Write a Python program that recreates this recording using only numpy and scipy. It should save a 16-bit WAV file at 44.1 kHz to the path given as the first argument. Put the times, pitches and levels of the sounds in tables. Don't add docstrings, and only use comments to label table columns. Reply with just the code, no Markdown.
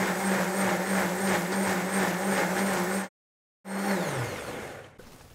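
import sys
import numpy as np
from scipy import signal
from scipy.fft import rfft, irfft, next_fast_len
from scipy.io import wavfile
from scipy.ndimage import uniform_filter1d

SR = 44100
rng = np.random.default_rng(int(sys.argv[2]) if len(sys.argv) > 2 else 0)


def generate_wav(signal):
    frames = np.transpose(np.atleast_2d(signal))
    scaled = np.clip(frames, -1, 1) * 32767
    pcm = np.round(scaled).astype(np.int16)
    wavfile.write(sys.argv[1], SR, pcm)


def voltage_ratio(decibels):
    exponent = np.asarray(decibels, float) / 20
    return 10 ** exponent


N = 235579
T_S = np.arange(N) / SR
SWITCH_S, CUT_S = 3.5, 4.982
FREE_S = 3.6
LATE = T_S > FREE_S


def rms_one(x):
    return x / np.sqrt(np.mean(x ** 2) + 1e-20)


def drift(rate_hz):
    r = np.exp(-40 * np.pi * rate_hz / SR)
    white = rng.standard_normal(N // 20 + 2002)
    slow = signal.lfilter([1], [1, -2 * r, r * r], white)[2000:]
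    return np.interp(np.arange(N) / 20, np.arange(len(slow)), rms_one(slow))


def resonance(x, hz, width_hz):
    r = np.exp(-np.pi * width_hz / SR)
    poles = [1, -2 * r * np.cos(2 * np.pi * hz / SR), r * r]
    return signal.lfilter([(1 - r * r) / 2, 0, (r * r - 1) / 2], poles, x + 1e-18)


def ring(start_s, peak_db, hz, t60_s):
    t = np.maximum(T_S - start_s, 0)
    return voltage_ratio(peak_db - 60 * t / t60_s) * np.sin(2 * np.pi * hz * t)


def grains(per_s, spread_db, decay_s, share):
    struck = rng.random(N) < per_s / SR
    sizes = voltage_ratio(spread_db * np.minimum(rng.exponential(1, N), 4)) * struck
    hits = rms_one(signal.lfilter([1], [1, -np.exp(-1 / (decay_s * SR))], sizes))
    return 1 - share + share * hits


def banded_noise(spectrum, envelope, patchy_db):
    size = next_fast_len(N)
    hz = np.maximum(np.arange(size // 2 + 1) * SR / size, 1)
    points = np.array(spectrum)
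    low_hz, high_hz = points[0, 0], points[-1, 0]
    colour = voltage_ratio(np.interp(np.log(hz), np.log(points[:, 0]), points[:, 1]))
    outside_oct = np.maximum(np.log2(hz / high_hz), 0) + np.maximum(np.log2(low_hz / hz), 0)
    colour *= voltage_ratio(-40 * outside_oct)
    tinted = rfft(rng.standard_normal(N) * envelope, size) * colour
    out = 0
    for step in np.arange(np.floor(2 * np.log2(low_hz)) - 1, 2 * np.log2(high_hz) + 1):
        band = np.clip(1 - abs(2 * np.log2(hz) - step), 0, 1)
        out = out + irfft(tinted * band, size)[:N] * voltage_ratio(patchy_db * drift(12))
    return rms_one(out)


def orders(table, speed, turns, wobble_db, wobble_hz, rough_rad):
    out = 0
    for multiple, db in table:
        phase = 2 * np.pi * round(multiple) * turns + rough_rad * drift(wobble_hz) + rng.uniform(0, 2 * np.pi)
        level = voltage_ratio(db + wobble_db * drift(wobble_hz))
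        out = out + level * np.sin(phase) * (multiple * speed < .4 * SR)
    return np.sqrt(2) * out


def room(x):
    t60_s, tail_db = .3, -7
    t = np.arange(SR // 2) / SR
    tail = rng.standard_normal(len(t)) * voltage_ratio(-60 * t / t60_s) * (t > .004)
    return x + voltage_ratio(tail_db) * signal.fftconvolve(x, tail / np.sqrt(np.sum(tail ** 2)))[:N]


# [t/s, speed/(turns/s)]
SURGE_SPEEDS = [(-.024, 190.4, .097, 178.5), (.269, 194.3, .434, 175.5), (.586, 195.6, .743, 175.0),
                (.914, 195.3, 1.069, 174.7), (1.253, 196.8, 1.395, 171.6), (1.599, 197.5, 1.787, 175.9),
                (1.962, 195.3, 2.096, 172.6), (2.297, 198.0, 2.448, 174.4), (2.636, 198.2, 2.813, 177.5),
                (2.976, 195.6, 3.158, 179.4)]
# [t/s, speed/(turns/s)]
LAST_SPEEDS = [
    (3.6, 196.4),
    (3.72, 194.2),
    (3.81, 196.6),
    (3.88, 200.0),
    (3.91, 200.4),
]
# bearing friction, share by speed [1/s], share by speed squared [1/turn]
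BRAKING_LOSS = (128.05, .2316, .0047)


def rotor():
    s, speed = np.reshape(SURGE_SPEEDS, (-1, 2)).T
    knots = np.arange(len(s))
    place = np.interp(T_S, s, knots)
    eased = place // 1 + (1 - np.cos(np.pi * (place % 1))) / 2
    loaded = np.interp(eased, knots, speed)
    rows, step_s = list(LAST_SPEEDS), 220 / SR
    while rows[-1][1] > 0:
        s, v = rows[-1]
        rows.append((s + step_s, v - step_s * np.polyval(BRAKING_LOSS[::-1], v)))
    free = np.maximum(np.interp(T_S, *np.transpose(rows)), 0)
    free = np.abs(uniform_filter1d(free, size=500))
    speed = np.where(T_S < FREE_S, loaded, free)
    return speed, np.cumsum(speed) / SR


# [t/s, bite/dB, build-up/s, let-go/s]
BLADE_BITES = [(.02, 6.5, 0.11, 0.12), (.39, 5.5, 0.16, 0.075), (.69, 6.5, 0.11, 0.08),
               (1.015, 7, 0.1, 0.059), (1.34, 8.5, 0.072, 0.048), (1.53, 4, 0.013, 0.04),
               (1.71, 7, 0.073, 0.083), (2.04, 7.5, 0.1, 0.063), (2.39, 8, .09, 0.061),
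               (2.6, 5.5, 0.079, 0.033), (2.73, 5.5, 0.084, 0.1), (3.081, 10.5, 0.09, .05),
               (3.89, 1, 0.025, .05)]
# [t/s, level/dB]
CHURNING = [
    (3.6, 5.5),
    (3.9, 1.5),
    (4.05, 0.9),
    (4.3, -.8),
    (4.4, -3.5),
    (4.63, -4),
    (4.8, -11),
    (4.96, -22),
]


def effort(speed):
    bites = [db * np.exp(-((T_S - s) / np.where(T_S < s, rise_s, fall_s)) ** 2)
             for s, db, rise_s, fall_s in BLADE_BITES]
    bite = np.max(bites, axis=0)
    churn = LATE * np.interp(T_S, *np.transpose(CHURNING))
    slow_db = LATE * 20 * np.log10((speed + 3.6) / 200)
    rock = np.exp(-((speed - 125) / 18) ** 2) + 11 * np.clip((170 - speed) / 40, 0, 1)
    crest = ~LATE * 0.045 * (np.interp(T_S - 0.1, T_S, speed) - 186)
    shake_db = -54.5 + bite + rock - 3 * LATE + .5 * churn + 0.2 * drift(2.7)
    grind_db = -33.5 + bite + churn
    splash_db = -48 + 1.09 * bite + LATE + slow_db
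    air_db = -49 + 0.21 * bite + crest - 3.1 * LATE + 0.56 * slow_db + .8 * drift(8.9)
    return voltage_ratio(shake_db), voltage_ratio(grind_db), voltage_ratio(splash_db), voltage_ratio(air_db)


# [f/Hz, width/Hz, signed gain]
STANDING_WAVES = [(193.1, 1.7, 1.36), (189.5, 5.05, -1.58), (165.5, 12.4, -1.42), (125.6, 6.5, -4.75)]
# [multiple of speed, level/dB]
SHAFT_ORDERS = [(2, -6), (3, -8.5), (4, -10), (5, -12), (10, -18), (11, -38.5)]


def hum(speed, turns):
    lead = round(.648 * SR)
    longer = np.concatenate([speed[:lead], speed])
    push = (longer / 200) ** 2.24 * np.sin(2 * np.pi * np.cumsum(longer) / SR)
    first = push + sum(gain * resonance(push, hz, width_hz) for hz, width_hz, gain in STANDING_WAVES)
    upper = (speed / 200) ** 2 * orders(SHAFT_ORDERS, speed, turns, wobble_db=3, wobble_hz=18, rough_rad=1.2)
    upper = signal.sosfilt(signal.butter(8, 335, "high", fs=SR, output="sos"), upper)
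    upper = .45 * upper + .75 * resonance(upper, hz=357, width_hz=28)
    race_db = 3 * np.clip((speed - 196) / 4, -1, 1) * (T_S < SWITCH_S + .06)
    dying_db = -3 * np.clip((120 - speed) / 25, 0, 1)
    return voltage_ratio(-28.9 + LATE * (2 + race_db + dying_db)) * (first[lead:] + upper)


# [multiple of speed, level/dB]
LIGHT_ORDERS = [(21, -5), (22, 2.5), (27, -2), (28, -1), (61, -3), (66, -6), (67, -7)]
# [multiple of speed, level/dB]
BAR_ORDERS = [(43, -13), (44, 2.5), (45, -13), (58, -13), (66, -4), (88, -3), (110, -3), (132, -4),
              (154, -5), (176, -6), (198, -8), (220, -9)]


def commutator_whine(speed, turns):
    light = orders(LIGHT_ORDERS, speed, turns, wobble_db=3, wobble_hz=30, rough_rad=.5)
    light = np.where(LATE, 1, voltage_ratio(-14)) * light
    bars = orders(BAR_ORDERS, speed, turns, wobble_db=2, wobble_hz=30, rough_rad=.35)
    coast_db = 1.5 * np.clip((198 - speed) / 15, 0, 1) * (T_S > SWITCH_S)
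    return voltage_ratio(-3 + coast_db) * room(light + bars)


# [f/Hz, width/Hz, level/dB]
HOUSING_MODES = [(3500, 450, 0), (4350, 260, 2), (5200, 250, -2), (5600, 200, 0), (6500, 350, 3),
                 (7900, 300, -2), (8580, 320, 6), (9700, 250, 3), (10250, 250, 0), (11400, 250, -4),
                 (12200, 200, -3), (13000, 400, -1), (14400, 700, -7)]
# [f/Hz, level/(dB per Hz)]
AIR_SPECTRUM = [(4000, -1.5), (6000, 1), (7500, 2.5), (9000, -1.5), (11000, -1), (13000, -2), (14500, -4),
                (16000, -6.5)]


def motor(speed, turns, air):
    whine = commutator_whine(speed, turns)
    brush_db = 1 + 5 * np.clip((150 - speed) / 80, 0, 1)
    brushes = whine + voltage_ratio(brush_db) * rng.standard_normal(N)
    housed = voltage_ratio(-29) * whine
    for k, (hz, width_hz, db) in enumerate(HOUSING_MODES):
        housed = housed + (-1) ** k * voltage_ratio(db) * resonance(brushes, hz, width_hz)
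    fan = banded_noise(AIR_SPECTRUM, grains(per_s=40, spread_db=4, decay_s=.004, share=.1), patchy_db=.4)
    topless = signal.sosfilt(signal.butter(2, 15000, "low", fs=SR, output="sos"), fan)
    bright = np.clip(speed / 170, 0, 1) ** 2
    moving = np.clip(speed / 37, 0, 1)
    dull = signal.sosfilt(signal.butter(1, 5100, "low", fs=SR, output="sos"), topless + housed)
    full = voltage_ratio(4.5) * (bright * fan + (1 - bright) * topless) + housed
    return air * (moving * full + (1 - moving) * voltage_ratio(-0.5) * dull)


# [f/Hz, level/(dB per Hz)]
GRIND_SPECTRUM = [(130, -18), (220, -7.5), (244, -10.5), (368, -9.5), (434, -9.5), (574, -4), (700, -11.5),
                  (806, -4.5), (1160, -10), (1810, -7), (2880, -26), (3600, -25), (4680, -50.5),
                  (7920, -120)]
# [f/Hz, level/(dB per Hz)]
SETTLING_SPECTRUM = [(88, -38), (150, -10), (251, -5.5), (277, -10.5), (464, -5.5), (512, -3.5),
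                     (676, -12.5), (735, -9.5), (999, -12), (1790, -13), (3300, -23), (4200, -35.5),
                     (5460, -58), (9240, -120)]
# [f/Hz, level/(dB per Hz)]
SPLASH_SPECTRUM = [(1350, -30.5), (2300, -1), (2940, -5.5), (3850, -8.5), (6770, -10), (7450, -14),
                   (8200, -11.5), (10700, -35.5), (18000, -120)]
# [f/Hz, level/(dB per Hz)]
SHAKE_SPECTRUM = [(12, -60.5), (20, -24.5), (65, -17.5), (91, -9), (134, -7), (140, -6), (150, -6),
                  (200, -29.5), (330, -120)]
# [f/Hz, width/Hz, lift/dB]
JAR_MODES = [(109, 6.2, 2.5), (305, 16, 5), (430, 26, 4), (544, 200, 4), (796.6, 25, 5.5), (1446, 56, 4),
             (1771, 33, 2.5), (2120, 21, 9), (2210, 51, 3.5), (6980, 310, 5.5)]


def jar(speed, turns, shake, grind, splash):
    beat = voltage_ratio(1.2 * np.sin(2 * np.pi * turns) + .6 * np.sin(2 * np.pi * 100 * T_S))
    impacts = beat * grains(per_s=560, spread_db=6, decay_s=0.0058, share=0.18)
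    fast = np.clip((speed - 90) / 80, 0, 1)
    body = np.sqrt(fast) * banded_noise(GRIND_SPECTRUM, impacts, patchy_db=0.65)
    body += np.sqrt(1 - fast) * banded_noise(SETTLING_SPECTRUM, impacts, patchy_db=1.5)
    drops = impacts * grains(per_s=30, spread_db=4, decay_s=.006, share=.18)
    spray = splash * banded_noise(SPLASH_SPECTRUM, drops, patchy_db=1.1)
    shaking = shake * banded_noise(SHAKE_SPECTRUM, 1, patchy_db=2)
    out = voltage_ratio(-2) * grind * body + voltage_ratio(0.4) * spray + voltage_ratio(-0.5) * shaking
    return out + sum((voltage_ratio(db) - 1) * resonance(out, hz, width_hz) for hz, width_hz, db in JAR_MODES)


# [t/s, peak/dB, f/Hz, width/Hz, decay/s]
FLUNG_SEEDS = [(1.33, -46, 3800, 1300, .012), (1.52, -36.5, 4560, 1300, 0.017),
               (2.132, -42, 14000, 4000, .006), (2.589, -40, 4520, 1500, 0.016),
               (2.836, -41.5, 14850, 1700, .01), (3.84, -35, 305, 14, 0.055), (4.135, -30, 507, 89, 0.017),
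               (4.325, -29, 470, 78, 0.0077), (4.479, -35, 510, 140, 0.026), (4.771, -44, 490, 89, 0.014),
               (4.843, -55, 3070, 180, 0.0087)]


def flung_seeds():
    out = np.zeros(N)
    for s, db, hz, width_hz, decay_s in FLUNG_SEEDS:
        t = np.maximum(T_S - s, 0)
        swell = np.minimum(t * hz / 2, 1)
        burst = rms_one(resonance(rng.standard_normal(N), hz, width_hz))
        out += voltage_ratio(db) * burst * swell * np.exp(-t / decay_s)
    return out


def fader():
    dip_s = 0.0085
    out = np.clip((3.092 - T_S) / 0.13, 0, 1) ** 1.44
    back = np.clip((T_S - 3.644) / .25, 0, 1) ** .8
    running = out + back * np.clip((CUT_S - T_S) / dip_s, 0, 1)
    return running, np.clip((T_S - CUT_S) / dip_s, 0, 1)


# [f/Hz, level/dB, t60/s]
SWITCH_MODES = [(2680, 3, 0.1), (3530, 3, .05), (3990, -6, 0.5), (5200, -6, 0.22)]


def switch():
    return sum(ring(SWITCH_S, -50 + db, hz, t60_s) for hz, db, t60_s in SWITCH_MODES)


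# [f/Hz, level/(dB per Hz)]
RUMBLE_SPECTRUM = [(7.1, -23), (12, -4.5), (70, -14.5), (112, -12), (182, -19), (250, -24), (320, -47),
                   (550, -120)]
# [f/Hz, level/(dB per Hz)]
RUSTLE_SPECTRUM = [(88, -34), (150, -7), (259, -3.5), (280, -7.5), (522, -5.5), (622, -10), (1330, -12.5),
                   (1820, -16), (6200, -21.5), (15800, -28)]
# [t/s, peak/dB, f/Hz, t60/s]
LID_TOUCHES = [(4.993, -40, 386, 0.058), (4.996, -41, 500, 0.11), (4.995, -45, 1500, .05),
               (4.992, -48, 200, 0.061), (5.01, -47, 1500, 0.026), (5.04, -56, 1400, 0.018),
               (5.209, -46, 850, 0.029), (5.2095, -47, 1690, 0.027), (5.21, -49, 2500, 0.016),
               (5.2105, -53, 3700, 0.015), (5.2092, -50, 1250, 0.02), (5.2098, -54, 5200, 0.01),
               (5.221, -44, 140, 0.054), (5.275, -59, 1120, 0.067)]


def quiet_room(opened):
    t = np.maximum(T_S - CUT_S, 0)
    rustle = voltage_ratio(-50.5 - 11.5 * t - 4 * np.exp(-t / 0.045))
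    rubbing = grains(per_s=80, spread_db=3, decay_s=.004, share=.2)
    cloth = banded_noise(RUSTLE_SPECTRUM, rubbing, patchy_db=1.2)
    rumble = voltage_ratio(-52) * banded_noise(RUMBLE_SPECTRUM, 1, patchy_db=2)
    return opened * (rumble + rustle * cloth) + sum(ring(*row) for row in LID_TOUCHES)


def scene():
    speed, turns = rotor()
    shake, grind, splash, air = effort(speed)
    running, opened = fader()
    blender = hum(speed, turns) + motor(speed, turns, air)
    blender += jar(speed, turns, shake, grind, splash) + flung_seeds() + switch()
    return (running * blender + quiet_room(opened))[None]


def low_pass(x):
    return signal.sosfilt(signal.butter(12, 16000, fs=SR, output="sos"), x)


def record(dry):
    mix = signal.sosfilt(signal.ellip(10, .5, 45, 15750, fs=SR, output="sos"), dry)
    return low_pass(mix)


dry = scene()
out = record(dry)
generate_wav(out)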